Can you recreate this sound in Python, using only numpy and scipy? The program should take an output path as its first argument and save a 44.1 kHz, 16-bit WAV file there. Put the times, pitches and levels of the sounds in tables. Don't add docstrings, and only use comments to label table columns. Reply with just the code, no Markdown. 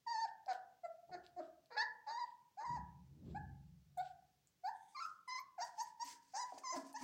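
import sys
import numpy as np
from scipy import signal
from scipy.fft import rfft, irfft, next_fast_len
from scipy.io import wavfile
from scipy.ndimage import uniform_filter1d

SR = 44100
rng = np.random.default_rng(int(sys.argv[2]) if len(sys.argv) > 2 else 0)


def dump(signal):
    limited = np.clip(np.atleast_2d(signal).T, -1, 1)
    pcm = np.round(limited * 32767).astype(np.int16)
    wavfile.write(sys.argv[1], SR, pcm)


def gain_from_db(level_db):
    decades = np.asarray(level_db, float) / 20
    return 10 ** decades


N = 310023
T = np.arange(N) / SR
MUZZLE_FREE_S = 5.2

# centre_hz, gain_db
THROAT = [(300, -16), (520, -4.5), (720, 3.5), (950, -2.5), (1200, -10), (1600, -11), (1850, -10.5),
          (2600, -21.5), (3250, -40.5), (4600, -10.5), (5900, -14.5), (6400, -13.5), (7500, -29.5),
          (9500, -44.5)]
# centre_hz, level_db (per Hz)
NOSE = [(1200, -22.5), (2000, -11.5), (3900, -14), (4700, -4), (6400, -7), (8000, -12), (12500, -33.5),
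        (15300, -20.5)]


def shape(table, hz, column=1):
    rows = np.array(table, float)
    return np.interp(np.log(np.maximum(hz, 1)), np.log(rows[:, 0]), rows[:, column])


def unit(x):
    return x / np.sqrt(np.mean(x ** 2))


def noise(gain_at, size=N):
    fast = next_fast_len(size)
    hz = np.arange(fast // 2 + 1) * SR / fast
    spectrum = rfft(rng.standard_normal(fast)) * gain_at(hz)
    return unit(irfft(spectrum, fast)[:size])


def coloured(table):
    return noise(lambda hz: gain_from_db(shape(table, hz)))


def bell(hz, centre_hz, width_hz):
    return 1 / (1 + (2 * (hz - centre_hz) / width_hz) ** 2)


def bumps(rows, order=2):
    return sum(height * np.exp(-((T - s) / half) ** order) for s, half, height in rows)


def decay(t, t60_s):
    return np.exp(-np.log(1000) * t / t60_s)


def add(out, s, x):
    start = int(s * SR)
    x = x[:N - start]
    out[start:start + len(x)] += x


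def hush():
    # centre_hz, level_db (per Hz)
    hush_colour = [(25, -25.5), (65, -12), (140, -3.5), (350, -12.5), (1000, -20), (2600, -20),
                   (6000, -19.5), (9000, -27), (13000, -28.5), (15500, -20.5)]
    return gain_from_db(-81) * coloured(hush_colour)


def thuds():
    # peak_s, rise_s, boom_db, rattle_db
    blow_rows = [(1.102, 0.012, -75.5, -70.5), (2.704, 0.015, -52, -58.5), (3.287, 0.062, -49, -52)]
    # centre_hz, width_hz, level_db
    modes = [(68.4, 13, -1.5), (90, 9.3, -6.5), (140.2, 17, 0.5), (178, 30, -8)]
    boom_t60_s, rattle_t60_s = 1.81, 0.75
    boom = noise(lambda hz: sum(gain_from_db(db) * bell(hz, f, w) for f, w, db in modes) * (hz > 45))
    rattle = noise(lambda hz: bell(hz, 210, 220) * (hz > modes[1][0]))
    out = np.zeros(N)
    for peak_s, rise_s, boom_db, rattle_db in blow_rows:
        since = np.maximum(T - peak_s, 0)
        rise = np.exp(np.minimum(T - peak_s, 0) / rise_s)
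        out += gain_from_db(boom_db) * rise * decay(since, boom_t60_s) * boom
        out += gain_from_db(rattle_db) * rise * decay(since, rattle_t60_s) * rattle
    return out


def room(x):
    # centre_hz, t60_s, echo_db
    echo_rows = [(332, 0.54, 4.5), (900, 0.54, -10.5), (1750, 0.43, 3.5), (2010, 0.081, -7),
                 (3100, 0.22, -16), (5000, 0.25, -13.5), (10000, 0.034, -1)]
    t, echo = T[:SR], 0
    for hz in 200 * 2 ** np.arange(0, 6.3, 1 / 3):
        band = noise(lambda f: np.exp(-(np.log2(np.maximum(f, 1) / hz) / 0.26) ** 2), size=SR)
        onset = np.clip((t - .004) / 0.0011, 0, 1)
        tail = band * decay(t, shape(echo_rows, hz)) * onset
        even = np.sqrt(hz / SR / np.sum(tail ** 2))
        echo = echo + gain_from_db(shape(echo_rows, hz, column=2)) * tail * even
    return x + signal.fftconvolve(x, echo)[:N]


def scuffs():
    # start_s, scuff_db, mode_db
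    scuff_rows = [(6.038, -90, -73.5), (6.522, -41.5, -72), (6.575, -47, -101), (6.762, -47.5, -53.5),
                  (7.012, -76, -54)]
    out, t = np.zeros(N), T[:SR // 2]
    for s, scuff_db, mode_db in scuff_rows:
        scuff = noise(lambda hz: bell(hz, 760, 450) ** 2, size=len(t)) * np.exp(-t / 0.0049)
        mode = np.sin(2 * np.pi * 272 * t) * decay(t, 0.5)
        soft_start = 1 - np.exp(-t / 0.00066)
        add(out, s, (gain_from_db(scuff_db) * scuff + gain_from_db(mode_db) * mode) * soft_start)
    return out


def claws():
    # start_s, peak_db
    click_rows = [(6.797, -57), (6.801, -50), (6.821, -57), (6.868, -53), (6.929, -50)]
    out, t = np.zeros(N), T[:600]
    for s, db in click_rows:
        click = noise(lambda hz: bell(hz, 7000, 9000) ** 2 * (hz > 1800), size=len(t)) * np.exp(-t / .0005)
        add(out, s, gain_from_db(db) * click / np.abs(click).max())
    return out


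def ticks():
    # start_s, peak_db, centre_hz
    tick_rows = [(0.461, -53, 4870), (0.532, -46, 4030), (1.265, -47.5, 4240), (1.659, -60.5, 4320),
                 (3.975, -55, 7750), (3.977, -54, 14700), (4.472, -61.5, 7160), (5.279, -56.5, 9100),
                 (6.42, -59, 8000), (5.398, -58, 15000)]
    out, t = np.zeros(N), T[:1500]
    for s, db, centre_hz in tick_rows:
        top = .1 * (centre_hz > 5500)
        crack = noise(lambda hz: bell(hz, centre_hz, 2800) ** 2 + top * bell(hz, NOSE[-1][0], 3000), size=len(t))
        crack = crack * np.exp(-t / .001)
        add(out, s, gain_from_db(db) * crack / np.abs(crack).max())
    return out


def sigh():
    # middle_s, half_length_s, level_db
    slow_breath = (4.84, 0.11, -81.5)
    # centre_hz, width_hz, level_db
    breath_bands = [(2100, 620, -3.5), (3540, 900, 0.5), (6300, 830, -4), (8350, 5000, -5)]
    s, half, db = slow_breath
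    air = noise(lambda hz: sum(gain_from_db(band_db) * bell(hz, centre_hz, width_hz) ** 2
                               for centre_hz, width_hz, band_db in breath_bands))
    waver = gain_from_db(3 * noise(lambda hz: bell(hz, 0, 40)))
    return air * waver * bumps([(s, half, gain_from_db(db))])


def pants():
    # middle_s, half_length_s, level_db
    puff_rows = [(0.282, 0.011, -72), (0.536, 0.035, -68.5), (1.249, 0.013, -75.5), (1.443, 0.037, -78),
                 (2.295, 0.043, -82), (3.309, 0.045, -77), (4.059, 0.048, -71), (5.028, 0.091, -72.5),
                 (5.389, 0.0048, -69.5), (5.653, 0.044, -67.5), (5.831, 0.074, -67), (6.088, 0.058, -59.5),
                 (6.492, 0.24, -72.5), (6.586, 0.0053, -61.5), (6.765, 0.019, -60.5), (6.809, 0.052, -70),
                 (6.884, 0.028, -71.5), (7.028, 0.044, -60.5)]
    bright_from_s = 4.5
    flutter = gain_from_db(2.4 * noise(lambda hz: bell(hz, 0, 80)))
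    dull = noise(lambda hz: bell(hz, 3700, 4600) ** 2 + 0.28 * bell(hz, 7600, 1500) ** 2
                 + 0.098 * bell(hz, NOSE[-1][0], 1800) ** 2)
    air = np.where(T < bright_from_s, dull, coloured(NOSE))
    return flutter * air * bumps([(s, half, gain_from_db(db)) for s, half, db in puff_rows])


def whistles():
    # peak_s (roughly), level_db, pitch_hz
    whistle_rows = [(5.0609, -72, 12540), (5.399, -62, 12040), (5.643, -71, 11850), (5.8292, -55, 11600),
                    (6.0447, -65, 11960)]
    out, t = np.zeros(N), T[:SR // 5]
    envelope = decay(t, 0.035) * (1 - np.exp(-t / 0.002))
    for s, db, whistle_hz in whistle_rows:
        tone = noise(lambda hz: bell(hz, whistle_hz, 320), size=len(t))
        add(out, s - .003, gain_from_db(db) * tone * envelope)
    return out


def ramp(s, span_s):
    return np.clip(1 - s / span_s, 0, 1)


def cry(level_db, swell_db, open_db, ring_db, tilt_db, pitch, strain, wobble, shimmer):
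    # middle_s, half_length_s, treble_db
    catch_rows = [(2.186, 0.0039, -28), (2.642, 0.0041, -37), (5.592, 0.019, -18)]
    ring_hz, mouth_hz = 1250, 3300
    attack_cycles, release_s, release_db = 12.7, 0.0065, 0.5
    lips_open_s, lips_shut_s, lips_most_db = 0.025, .015, -13
    grunt_hz, odd_db = 600, -16
    patchy_db, patchy_s = 3.5, .018

    start, end = pitch[0][0], pitch[-1][0]
    here = slice(int(start * SR), min(int(end * SR), N))
    t, strain, wobble, shimmer = T[here], strain[here], wobble[here], shimmer[here]

    attack_db = -9.5 if start < MUZZLE_FREE_S else -6
    level_db = level_db + swell_db * (t - start) / (end - start)
    level_db = level_db + attack_db * ramp(t - start, attack_cycles / pitch[0][1])
    level_db = level_db + release_db * ramp(end - t, release_s)
    lips_db = lips_most_db * (ramp(t - start, lips_open_s) + ramp(end - t, lips_shut_s))
    open_db = open_db + lips_db + bumps(catch_rows)[here]
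    ring_db = ring_db + 0.16 * lips_db

    hz = uniform_filter1d(np.interp(t, *np.transpose(pitch)), size=50)
    phase = 2 * np.pi * np.cumsum(hz) / SR
    third = phase / 3 + .15 * wobble
    phase = phase + strain * (.9 * np.sin(third) + .25 * wobble) + .035 * shimmer

    order = np.arange(1, int(9500 / hz.max()) + 1)[:, None]
    partial_hz = order * hz
    overtone, high = order > 1, partial_hz > mouth_hz
    throat = gain_from_db(shape(THROAT, partial_hz))
    size = throat * np.where((partial_hz > ring_hz) & overtone, gain_from_db(ring_db), 1)
    size = size * np.where(high, gain_from_db(tilt_db * np.log2(partial_hz / mouth_hz)), 1)
    thinned = (order % 2) * overtone * (partial_hz < ring_hz) * (hz < grunt_hz)
    size = size * gain_from_db(odd_db * thinned)
    knots = np.arange(start, end + patchy_s, patchy_s)
    patchy = np.array([np.interp(t, knots, row) for row in rng.standard_normal((len(order), len(knots)))])
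    size = size * gain_from_db(patchy_db * patchy * high)

    low_rms, high_rms = (np.sqrt(np.sum(size ** 2 * part, axis=0) / 2) for part in (~high, high))
    size = size * np.where(high, gain_from_db(open_db) / high_rms, 1 / low_rms) / throat
    tone = np.sum(size * np.sin(order * phase + 0.87 * order ** 2), axis=0)
    edge = np.clip(np.minimum(t - t[0], t[-1] - t) / 0.0052, 0, 1)
    rasp = 1 + strain * (.45 * np.cos(third) + .4 * shimmer)
    return tone * rasp * gain_from_db(level_db) * edge


def voice():
    # (time_s, pitch_hz)
    cry_rows = [ (-41.5, -0.5, -12.5, -7.5, 8, [(0.063, 982), (0.081, 911), (0.114, 950.7), (0.162, 871),
                (0.216, 915.2), (0.245, 900), (0.262, 710)]), (-40, -8, -31, -26, -7, [(0.465, 673),
                (0.475, 675)]), (-37.5, -4, -17.5, -4.5, 0, [(0.477, 794.4), (0.514, 740), (0.53, 680)]),
                (-42.5, 2, -31, -7.5, -18, [(0.833, 698.5), (0.864, 665.4)]),
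                (-53.5, -1, -32, -25, 0, [(1.088, 337), (1.11, 333)]),
                (-49.5, 4.5, -14.5, -3, -4, [(1.111, 342), (1.12, 368), (1.158, 352.8)]),
                (-43, -2.5, -25.5, -18.5, 2, [(1.363, 348.5), (1.393, 364.8), (1.397, 320), (1.41, 307.1)]),
                (-56, 0, -12.5, 2, -16, [(1.702, 561), (1.724, 457.5), (1.754, 484), (1.768, 605)]),
                (-39, -2, -6, 9, -15, [(1.763, 823), (1.81, 900), (1.833, 1007)]),
                (-46.5, 1, -14, -7.5, -2, [(2.063, 938), (2.078, 835.5), (2.114, 915), (2.138, 931.5),
                (2.171, 946), (2.192, 1028), (2.21, 951.4), (2.228, 975.6), (2.25, 896)]),
                (-48, 2, -17.5, -9.5, 15.5, [(2.57, 705), (2.591, 842), (2.639, 946), (2.651, 1057),
                (2.672, 928), (2.705, 977), (2.723, 933), (2.732, 1003), (2.762, 940), (2.782, 784)]),
                (-40, -11.5, -30.5, -3.5, -33, [(3.345, 725), (3.369, 847), (3.385, 860)]),
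                (-41.5, 2, -28, -10, -49, [(3.97, 815), (3.985, 699), (4.02, 777)]),
                (-42, 0, -20.5, -9.5, 0.5, [(4.635, 704), (4.665, 777), (4.7, 957)]),
                (-52, 3.5, -8, 0, 8, [(4.945, 1177), (4.964, 1200), (4.967, 1054), (4.985, 1046),
                (5.002, 1193), (5.0035, 1378), (5.02, 1346), (5.03, 1237), (5.043, 1266), (5.062, 1435)]),
                (-47, -1, -6.5, 3, -16, [(5.275, 1042), (5.305, 987), (5.32, 1040), (5.375, 1011),
                (5.398, 1157)]), (-45, 2.5, -4, -5, -2, [(5.578, 900), (5.589, 715), (5.601, 680),
                (5.61, 752), (5.619, 914), (5.645, 967)]), (-47.5, 9.5, -7.5, -13, 17, [(5.775, 880),
                (5.796, 864), (5.814, 952.6), (5.825, 927)]), (-48.5, 9, -5.5, -11, 2, [(5.994, 913),
                (6.018, 930), (6.035, 985)]), (-44, -2, -6.5, -6.5, 8, [(6.335, 756), (6.359, 798),
                (6.365, 837), (6.38, 908), (6.407, 1020), (6.447, 954)]),
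                (-49, 5.5, -5, -6, 15, [(6.633, 1255), (6.641, 1063), (6.69, 985), (6.713, 1058),
                (6.74, 988), (6.748, 910)]), (-45.5, -4.5, -47, -8, -12, [(6.722, 301.3), (6.748, 371),
                (6.765, 320.5), (6.775, 275)]), (-48, 1, -7.5, -2.5, 6, [(6.939, 881), (6.955, 851),
                (6.98, 1014)]), (-44, -13, -11, -3.5, 1, [(7.008, 900), (7.03, 980)]), ]
    # middle_s, half_length_s, strain (0-1)
    strain_rows = [(.505, 0.063, 0.38), (1.155, 0.0076, 0.27), (1.403, 0.0044, 0.22), (1.772, 0.009, 0.4),
                   (2.094, 0.027, 0.45), (2.616, 0.015, 0.58), (2.772, 0.027, 0.15), (6.357, 0.018, 0.43),
                   (6.76, 0.023, 0.12), (7.025, 0.018, 0.54), (1.1, .012, .6), (1.712, .012, .5),
                   (5.012, .012, .06), (5.612, .012, .25)]
    # centre_hz, gain_db
    hand_colour = [(2200, 0.5), (2900, -7), (4000, 8.5), (5000, 1), (5900, -14.5), (6500, -4), (7400, -16),
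                   (8500, -10), (10000, -11)]
    # centre_hz, width_hz, level_db (relative to the voice)
    hiss_rows = [(7310, 1500, -37), (15400, 2300, -38.5)]
    out, strain = np.zeros(N), bumps(strain_rows, order=4)
    wobble, shimmer = (noise(lambda hz: bell(hz, 0, width_hz)) for width_hz in (300, 700))
    for row in cry_rows:
        add(out, row[-1][0][0], cry(*row, strain, wobble, shimmer))

    fast = next_fast_len(N)
    hz = np.arange(fast // 2 + 1) * SR / fast
    free = rfft(out, fast) * gain_from_db(shape(THROAT, hz))
    held = free * gain_from_db(shape(hand_colour, hz))
    sung = np.where(T < MUZZLE_FREE_S, irfft(held, fast)[:N], irfft(free, fast)[:N])

    hiss = np.zeros(N)
    for centre_hz, width_hz, db in hiss_rows:
        joins = (centre_hz < 10000) | (T > 3.9)
        hiss += gain_from_db(db) * noise(lambda f: bell(f, centre_hz, width_hz) ** 2) * joins
    loudness = uniform_filter1d(np.abs(sung), size=300)
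    return sung + loudness * hiss


def scene():
    puppy = voice() + pants() + sigh() + ticks() + claws() + whistles() + scuffs()
    mono = room(puppy) + thuds() + hush()
    return np.array([mono, mono])


def roll_off(x):
    return signal.sosfilt(signal.butter(12, 15850, fs=SR, output="sos"), x)


def record(dry):
    return roll_off(dry)


dry = scene()
out = record(dry)
dump(out)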